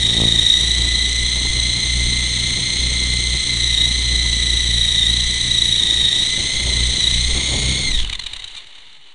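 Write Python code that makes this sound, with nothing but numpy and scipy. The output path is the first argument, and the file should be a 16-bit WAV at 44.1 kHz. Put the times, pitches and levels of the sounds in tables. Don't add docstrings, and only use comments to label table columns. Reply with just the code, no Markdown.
import sys
import numpy as np
from scipy import signal
from scipy.fft import rfft, irfft, next_fast_len
from scipy.io import wavfile
from scipy.ndimage import uniform_filter1d

SR = 44100
rng = np.random.default_rng(int(sys.argv[2]) if len(sys.argv) > 2 else 0)


def voltage_ratio(decibels):
    exponent = np.asarray(decibels, float) / 20
    return 10 ** exponent


def transcribe(u):
    v = np.clip(np.atleast_2d(u).T, -1, 1)
    q = np.round(v * 32767).astype(np.int16)
    wavfile.write(sys.argv[1], SR, q)


N = 403074
t = np.arange(N) / SR
coarse = t[::100]

TEETH = 69
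STOP_S = 8.05
COAST_S = 8.02

# [Hz, dB]
COASTING_SPECTRUM = [(180, -41), (300, -19), (639, -19.5), (920, -13), (1440, -17.5), (2110, -6),
                     (2590, -11.5), (2990, 0), (3260, -7.5), (3670, -0.5), (4120, -3.5), (5120, -27.5),
                     (6100, -18), (9720, -24), (12600, -61), (21400, -120)]


def trains():
    # [s, Hz, dB]
    throttle = [(0, 1999, -37), (.4, 1967, -38.5), (1.0, 2011, -31), (1.38, 2047, -32), (2.7, 2081, -32.5),
                (3.27, 2063, -33), (3.75, 2045, -33.5), (4.2, 2023, -32), (4.8, 1977, -35.5),
                (5.38, 2013, -33.5), (5.75, 1957, -41), (6.07, 1950, -36), (6.35, 2038, -35.5),
                (6.69, 2064, -32.5), (7.05, 2016, -37), (7.78, 2152, -34.5), (7.89, 2075, -30),
                (8.04, 1628, -59)]
    # [s, ratio, s, dB]
    steering = [(.1, -.046, .3, -3), (.52, -.028, .14, 1), (3.62, -.02, .12, 0.5), (3.79, -.07, .08, -2),
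                (4.88, -.015, .1, -1.5), (5.03, -.058, .07, -1.5), (5.86, -.03, .1, -1.5),
                (6.1, -0.048, 0.14, -3), (6.601, .027, .15, -1), (7.08, -0.027, .1, -0.5),
                (7.601, .04, .3, -1)]
    first_level_db, cut_s, cut_db_per_s = -36, 7.88, -110
    hz, second_db = columns(throttle)
    steer = fine(sum(share * bell(s, spread) for s, share, spread, _ in steering))
    change_db = fine(sum(db * bell(s, spread) for s, _, spread, db in steering))

    calm_hunt, low_hunt, low_from_s = .003, .009, 6.2
    hunt = np.where(t < low_from_s, calm_hunt, low_hunt)
    first_hz = hz * (1 + steer + hunt * drift(8.))
    second_hz = hz * (1 + (hunt - calm_hunt) * drift(12.))
    first_db = first_level_db + change_db + cut_db_per_s * np.maximum(t - cut_s, 0)
    return first_hz, first_db, second_hz, second_db, abs(steer)


def gears(first_hz, first_db, second_hz, second_db, steer):
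    # [ratio, dB, Hz]
    first_orders = [(1, -4, 54), (2, 8.5, 95), (3, 5, 180), (4, -3, 260), (5, -7, 640)]
    # [ratio, dB, Hz]
    second_orders = [(.47, -26.5, 30.9), (.626, -23.5, 22.8), (1.001, 2, 39), (1.62, -2.5, 37.4),
                     (2, 2, 50.9)]
    # [s, dB]
    rattle_curve = [(0, -24.5), (1.1, -26), (2.2, -25), (4.5, -26), (5.9, -25), (7.2, -24), (7.72, -23.5),
                    (8.03, -30.5)]
    # [Hz, dB]
    frame_spectrum = [(290, -28), (500, -18), (588, -24.5), (1570, -23.5), (2010, -6), (2710, -14),
                      (3100, -1.5), (3930, 3), (4850, -18), (6370, -8.5), (7400, -15), (8690, -11.5),
                      (9720, -16), (12600, -50.5), (21400, -120)]
    release_s = 5.912
    turns = np.cumsum(first_hz) / SR / TEETH
    turns = turns - np.interp(release_s, t, turns)
    shake = np.clip(.245 + 1.3 * steer, 0, 1.5)
    load = throb(turns, 1.01 * shake, 0.36 * shake, 0.21 * shake)
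    load = load / np.sqrt(uniform_filter1d(load ** 2, size=6000))

    knocks = rng.standard_normal(N) * voltage_ratio(1.2 * drift(400.))
    rattle_gain = voltage_ratio(columns(rattle_curve)[0] + 2.0) * lasting(STOP_S) * load ** 0.6
    rattle = rattle_gain * evened(colour(knocks, frame_spectrum))

    first = whine(first_hz, first_db, first_orders, load, steady=.6, worn=1.8, wobble=.012)
    second = whine(second_hz, second_db, second_orders, load ** .2, steady=2.3, worn=.4, wobble=.004)
    boost = [(500, -10.0), (3400, 10.5), (3620, 14.0), (3780, 14.5), (3950, 7.0), (4300, -6.0), (10000, 6.5)]
    return rattle + colour(first, boost) + second


def whine(hz, level_db, orders, load, steady, worn, wobble):
    turns = np.cumsum(hz) / SR / TEETH
    speed = 1 + wobble * np.sin(2 * np.pi * turns) + 0.002987 * drift(25.2)
    phase = 2 * np.pi * np.cumsum(hz * speed) / SR
    tone = np.zeros(N)
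    for multiple, db, blur_hz in orders:
        chance = drift(blur_hz) + 1j * drift(blur_hz)
        contact = evened(steady + worn * wear(turns, count=12) + chance)
        tone += voltage_ratio(db) * (contact * np.exp(1j * multiple * phase)).real
    return voltage_ratio(level_db) * lasting(STOP_S) * load * tone * np.sqrt(2)


def throb(turns, once, twice, fourth):
    depths = [once, twice, 0.32 * once, fourth, 0.67 * fourth, .45 * fourth]
    return np.exp(-sum(a * np.sin(2 * np.pi * k * turns) for k, a in enumerate(depths, start=1)))


def wear(turns, count):
    bumps = rng.standard_normal((2, count)) + 1j * rng.standard_normal((2, count))
    one, other = (np.interp(turns, np.arange(count) / count, b, period=1) for b in bumps)
    trade = drift(1.3)
    return one * np.cos(trade) + other * np.sin(trade)


def coasting():
    # [Hz, Hz, s]
    rundown = [
        (1500, 120, .63),
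        (1390, -110, .55),
    ]
    since = np.maximum(t - COAST_S, 0)
    first_hz, second_hz = (aim_hz + (hz - aim_hz) * np.exp(-since / lag) for hz, aim_hz, lag in rundown)

    rub_s, rub_every_s = 8.08, .245
    rub_db = 3.5 * np.exp(-since / .45) * np.cos(2 * np.pi * (t - rub_s) / rub_every_s)
    whisper_db = -34 - 12 * since + rub_db
    hiss = evened(colour(rng.standard_normal(N), COASTING_SPECTRUM))
    treble = signal.sosfiltfilt(signal.butter(4, 4600, "high", fs=SR, output="sos"), hiss)
    dulled = hiss - np.clip(.3 * since, 0, .8) * treble
    whisper = voltage_ratio(whisper_db + 1.8 * drift(50.)) * dulled

    hum_rise_s = .45
    hum_db = -62 - 14 * np.maximum(1 - since / hum_rise_s, 0)
    meshes = [first_hz, 2 * first_hz, 3 * first_hz, second_hz]
    hum = sum(np.sin(2 * np.pi * np.cumsum(hz) / SR) * voltage_ratio(hum_db - 11 + 5 * drift(9.)) for hz in meshes)
    return (whisper + hum) * np.clip(1 + (t - COAST_S) / .04, 0, 1)


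def blades(first_hz, second_hz):
    # [s, s, dB, dB, dB]
    wash = [(-.05, 0.11, -26, 1, -33), (0.135, .27, -25, 0.5, -31.5), (0.574, 1.177, -24, -2, -40),
            (1.89, 0.77, -19, -17, -34), (2.783, 0.616, -23, -1.5, -35), (3.525, 0.29, -24.5, 1.5, -32.5),
            (3.85, 1.04, -23, 0.5, -37), (4.982, 0.34, -24, 1.5, -35), (5.39, .68, -35.5, -1, -36.5),
            (6.559, 0.34, -28, 10, -36.5), (7.069, .35, -22, -1, -32.5), (7.496, 0.29, -24, 0.5, -32.5),
            (7.969, 0.097, -22, -2.5, -41)]
    mesh_per_pass, pass_s, last_pass_s = 34.1, .2198, 8.15
    first_share = .75
    lee_db, lee_overtones_db, linger_s = -44, -47, 0.045
    sharp = 1.84
    passes = np.cumsum(first_share * first_hz + (1 - first_share) * second_hz) / (mesh_per_pass * SR)
    phase = 2 * np.pi * (passes - np.interp(pass_s, t, passes))

    push, overtones = voltage_ratio(lee_db), voltage_ratio(lee_overtones_db)
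    for s, length, thump_db, sag_db, overtones_db in wash:
        sagging_db = thump_db + sag_db * (coarse - s) / length
        push = push + fine(voltage_ratio(sagging_db) * spell(s, length))
        overtones = overtones + fine(voltage_ratio(overtones_db) * spell(s, length + linger_s))

    bent = phase + .13 * drift(10.)
    edge = sum(np.exp(-(k - 2) / sharp) * 2 / k * np.sin(k * bent + 0.33) for k in range(2, 10))
    slow = voltage_ratio(-20.0) * np.sin(phase / 2)
    thump = push * voltage_ratio(1.0 * drift(4.)) * (np.sin(phase + 0.59) + slow)
    thump += overtones * voltage_ratio(2.3 * drift(2.84) + 1.7 * drift(32.0)) * edge
    thump[:SR] += slap(phase[:SR])
    return -np.sqrt(2) * lasting(last_pass_s) * thump


def slap(phase):
    peak_s, peak_db, rise_db_per_s, fall_db_per_s = .22, -21.5, 85, 90
    u = t[:len(phase)] - peak_s
    crisp = 6.5 + 3.5 * np.exp(-(u / .05) ** 2) + 1.2 * drift(30.)[:len(phase)]
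    cracks = sum(np.exp(-k / crisp) * np.sin(k * phase - .3) / k ** 0.45 for k in range(3, 26))
    return voltage_ratio(peak_db + np.minimum(rise_db_per_s * u, -fall_db_per_s * u)) * cracks


def strikes():
    # [s, dB, Hz, s]
    hits = [(7.913, -14, 3960, .014), (7.947, -11.5, 3880, 0.0059), (7.972, -17, 3820, .012),
            (7.986, -16, 3453, 0.013), (7.998, -10, 3296, .010), (8.029, -16, 3170, 0.0029),
            (8.045, -14.5, 2988, .009), (8.072, -19, 3600, .0094), (8.096, -9.5, 4080, 0.0078),
            (8.126, -10, 3740, .014), (8.150, -14.5, 3570, .011), (8.192, -10.5, 4150, .013),
            (8.22, -20.5, 3930, 0.0076), (8.234, -20, 3900, .015), (8.261, -12.5, 3790, 0.016),
            (8.295, -28.5, 3620, .01), (8.332, -13.5, 3820, .01), (8.362, -18, 3860, 0.011),
            (8.392, -22, 3820, 0.019), (8.42, -21.5, 3800, 0.0076), (8.44, -16, 3900, .012),
            (8.473, -23, 3850, .018), (8.507, -28, 3570, 0.0088), (8.512, -31, 3900, 0.015),
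            (8.548, -25, 3900, 0.012), (8.557, -22.5, 3640, 0.04), (8.668, -29, 3820, .012),
            (8.925, -34.5, 3020, 0.013)]
    lower_rings = [2033, 2380, 2820, 3110]
    # [s, dB, s]
    skid_bump = (7.985, -14.0, .025)
    scrape, ring = np.zeros(N), np.zeros(N)
    u = np.arange(2000) / SR
    for (s, peak_db, hz, length), lower_hz in zip(hits, rng.choice(lower_rings, len(hits))):
        at = round(s * SR)
        shape = voltage_ratio(peak_db) * np.sin(np.pi * np.clip(u / max(length, .003), 0, 1) ** 0.72) ** 1.5
        parts = np.sin(2 * np.pi * hz * u) + 0.31 * np.sin(2 * np.pi * lower_hz * u)
        parts += 0.07 * np.sin(np.pi * lower_hz * u)
        scrape[at:at + len(u)] += shape
        ring[at:at + len(u)] += shape * parts

    tilt = [(500, -5.0), (1200, 3.0), (2200, 1.5), (3000, 5.5), (9000, 10.5)]
    grass = evened(colour(colour(rng.standard_normal(N), COASTING_SPECTRUM), tilt))
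    thud = colour(scrape, [(20, -21.0), (70, -1.2), (130, -7.0), (300, -24.0)])

    bump_s, bump_db, bump_length_s = skid_bump
    since = np.maximum(t - bump_s, 0) / bump_length_s
    bump = voltage_ratio(bump_db) * 3 * since * (1 - 0.22 * since) * np.exp(-since)
    return voltage_ratio(-14.0) * thud + voltage_ratio(-10.5) * scrape * grass + voltage_ratio(-7.0) * ring + bump


def wind():
    # [Hz, dB]
    flutter_spectrum = [(18, -38.5), (30, -6), (70, -6.5), (167, -12), (355, -17.5), (695, -35),
                        (888, -28.5), (1500, -35.5), (1950, -49.5), (3300, -120)]
    # [s, dB]
    downwash = [(0, -37), (3.8, -38.5), (5.3, -40.5), (6.4, -37), (6.72, -34.5), (7.24, -40), (7.36, -32),
                (7.56, -32), (7.88, -33), (8.04, -47.5), (8.55, -67), (9.14, -73)]
    # [s, dB, s]
    gust_list = [(.49, -32, 0.034), (1.24, -28.5, .04), (1.5, -27.5, 0.088), (2.109, -27, .07),
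                 (3.6, -34, .1), (4.33, -27, .05), (4.75, -35, .3), (5.26, -30.5, .05), (5.52, -35, 0.073),
                 (6.601, -30, .08), (6.86, -30, 0.042), (7.15, -29.5, 0.11), (7.32, -23.5, 0.047),
                 (7.8, -30, 0.11), (7.97, -19.5, .07)]
    settle_s = 8.04
    flutter_db = columns(downwash)[0] + 1.1 * drift(7.9)
    calm_db = np.where(t < settle_s, -43 + 3. * drift(3.), -29 - 37 * (t - settle_s))
    gusts = voltage_ratio(calm_db) + fine(sum(voltage_ratio(db) * bell(s, spread) for s, db, spread in gust_list))

    lumps = voltage_ratio(2.33 * drift(34.0))
    eddies = colour(rng.standard_normal(N) * lumps, flutter_spectrum)
    roar_spectrum = [(150, -29.5), (350, -1.5), (700, -5.0), (1100, -13.5), (2000, -42.5)]
    roar = colour(rng.standard_normal(N) * lumps ** 0.84, roar_spectrum)
    heave = colour(rng.standard_normal(N), [(1, -45.0), (5, 4.0), (30, 7.0), (45, -22.0), (90, -69.5)])
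    turbulence = voltage_ratio(flutter_db + 5) * evened(eddies) + voltage_ratio(1.65 * flutter_db + 14.5) * evened(roar)
    return turbulence + gusts * evened(heave)


def evened(x):
    return x / np.sqrt(np.mean(abs(x) ** 2) + 1e-20)


def columns(rows):
    s, *values = np.transpose(rows)
    return [np.interp(t, s, v) for v in values]


def fine(slow):
    return np.interp(t, coarse, slow)


def bell(s, spread):
    return np.exp(-((coarse - s) / max(spread, .01)) ** 2)


def spell(s, length):
    return np.clip(.5 + np.minimum(coarse - s, s + length - coarse) / 0.16, 0, 1)


def lasting(end):
    return np.clip((end - t) / .03, 0, 1)


def drift(width_hz):
    smooth = signal.butter(2, max(width_hz, .5), fs=SR, output="sos")
    return evened(signal.sosfilt(smooth, rng.standard_normal(N)))


def colour(x, points):
    f, db = np.transpose(points)
    size = next_fast_len(N + SR // 2, real=True)
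    hz = np.fft.rfftfreq(size, 1 / SR)
    gain = voltage_ratio(np.interp(np.log(hz + 1), np.log(f + 1), db))
    return irfft(rfft(x, size) * gain, size)[:N]


def scene():
    first_hz, first_db, second_hz, second_db, steer = trains()
    drive = gears(first_hz, first_db, second_hz, second_db, steer) + coasting()
    return (drive + blades(first_hz, second_hz) + wind() + strikes())[None]


def top_cut(x):
    return signal.sosfilt(signal.butter(12, 12900, fs=SR, output="sos"), x)


def record(dry):
    # [Hz, dB]
    mirror_spectrum = [(11000, -120), (11900, -67), (12080, -27), (12500, -42), (13000, -70), (21400, -120)]
    edge_hz = 9950
    lowpass = signal.firwin(801, edge_hz, window=("kaiser", 9), fs=SR)
    low = signal.oaconvolve(np.clip(dry, -.7, .7), lowpass[None], "same")
    mirror = colour(low[0] * (-1.) ** np.arange(N), mirror_spectrum)
    return top_cut(low + mirror - .0085)


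dry = scene()
out = record(dry)
transcribe(out)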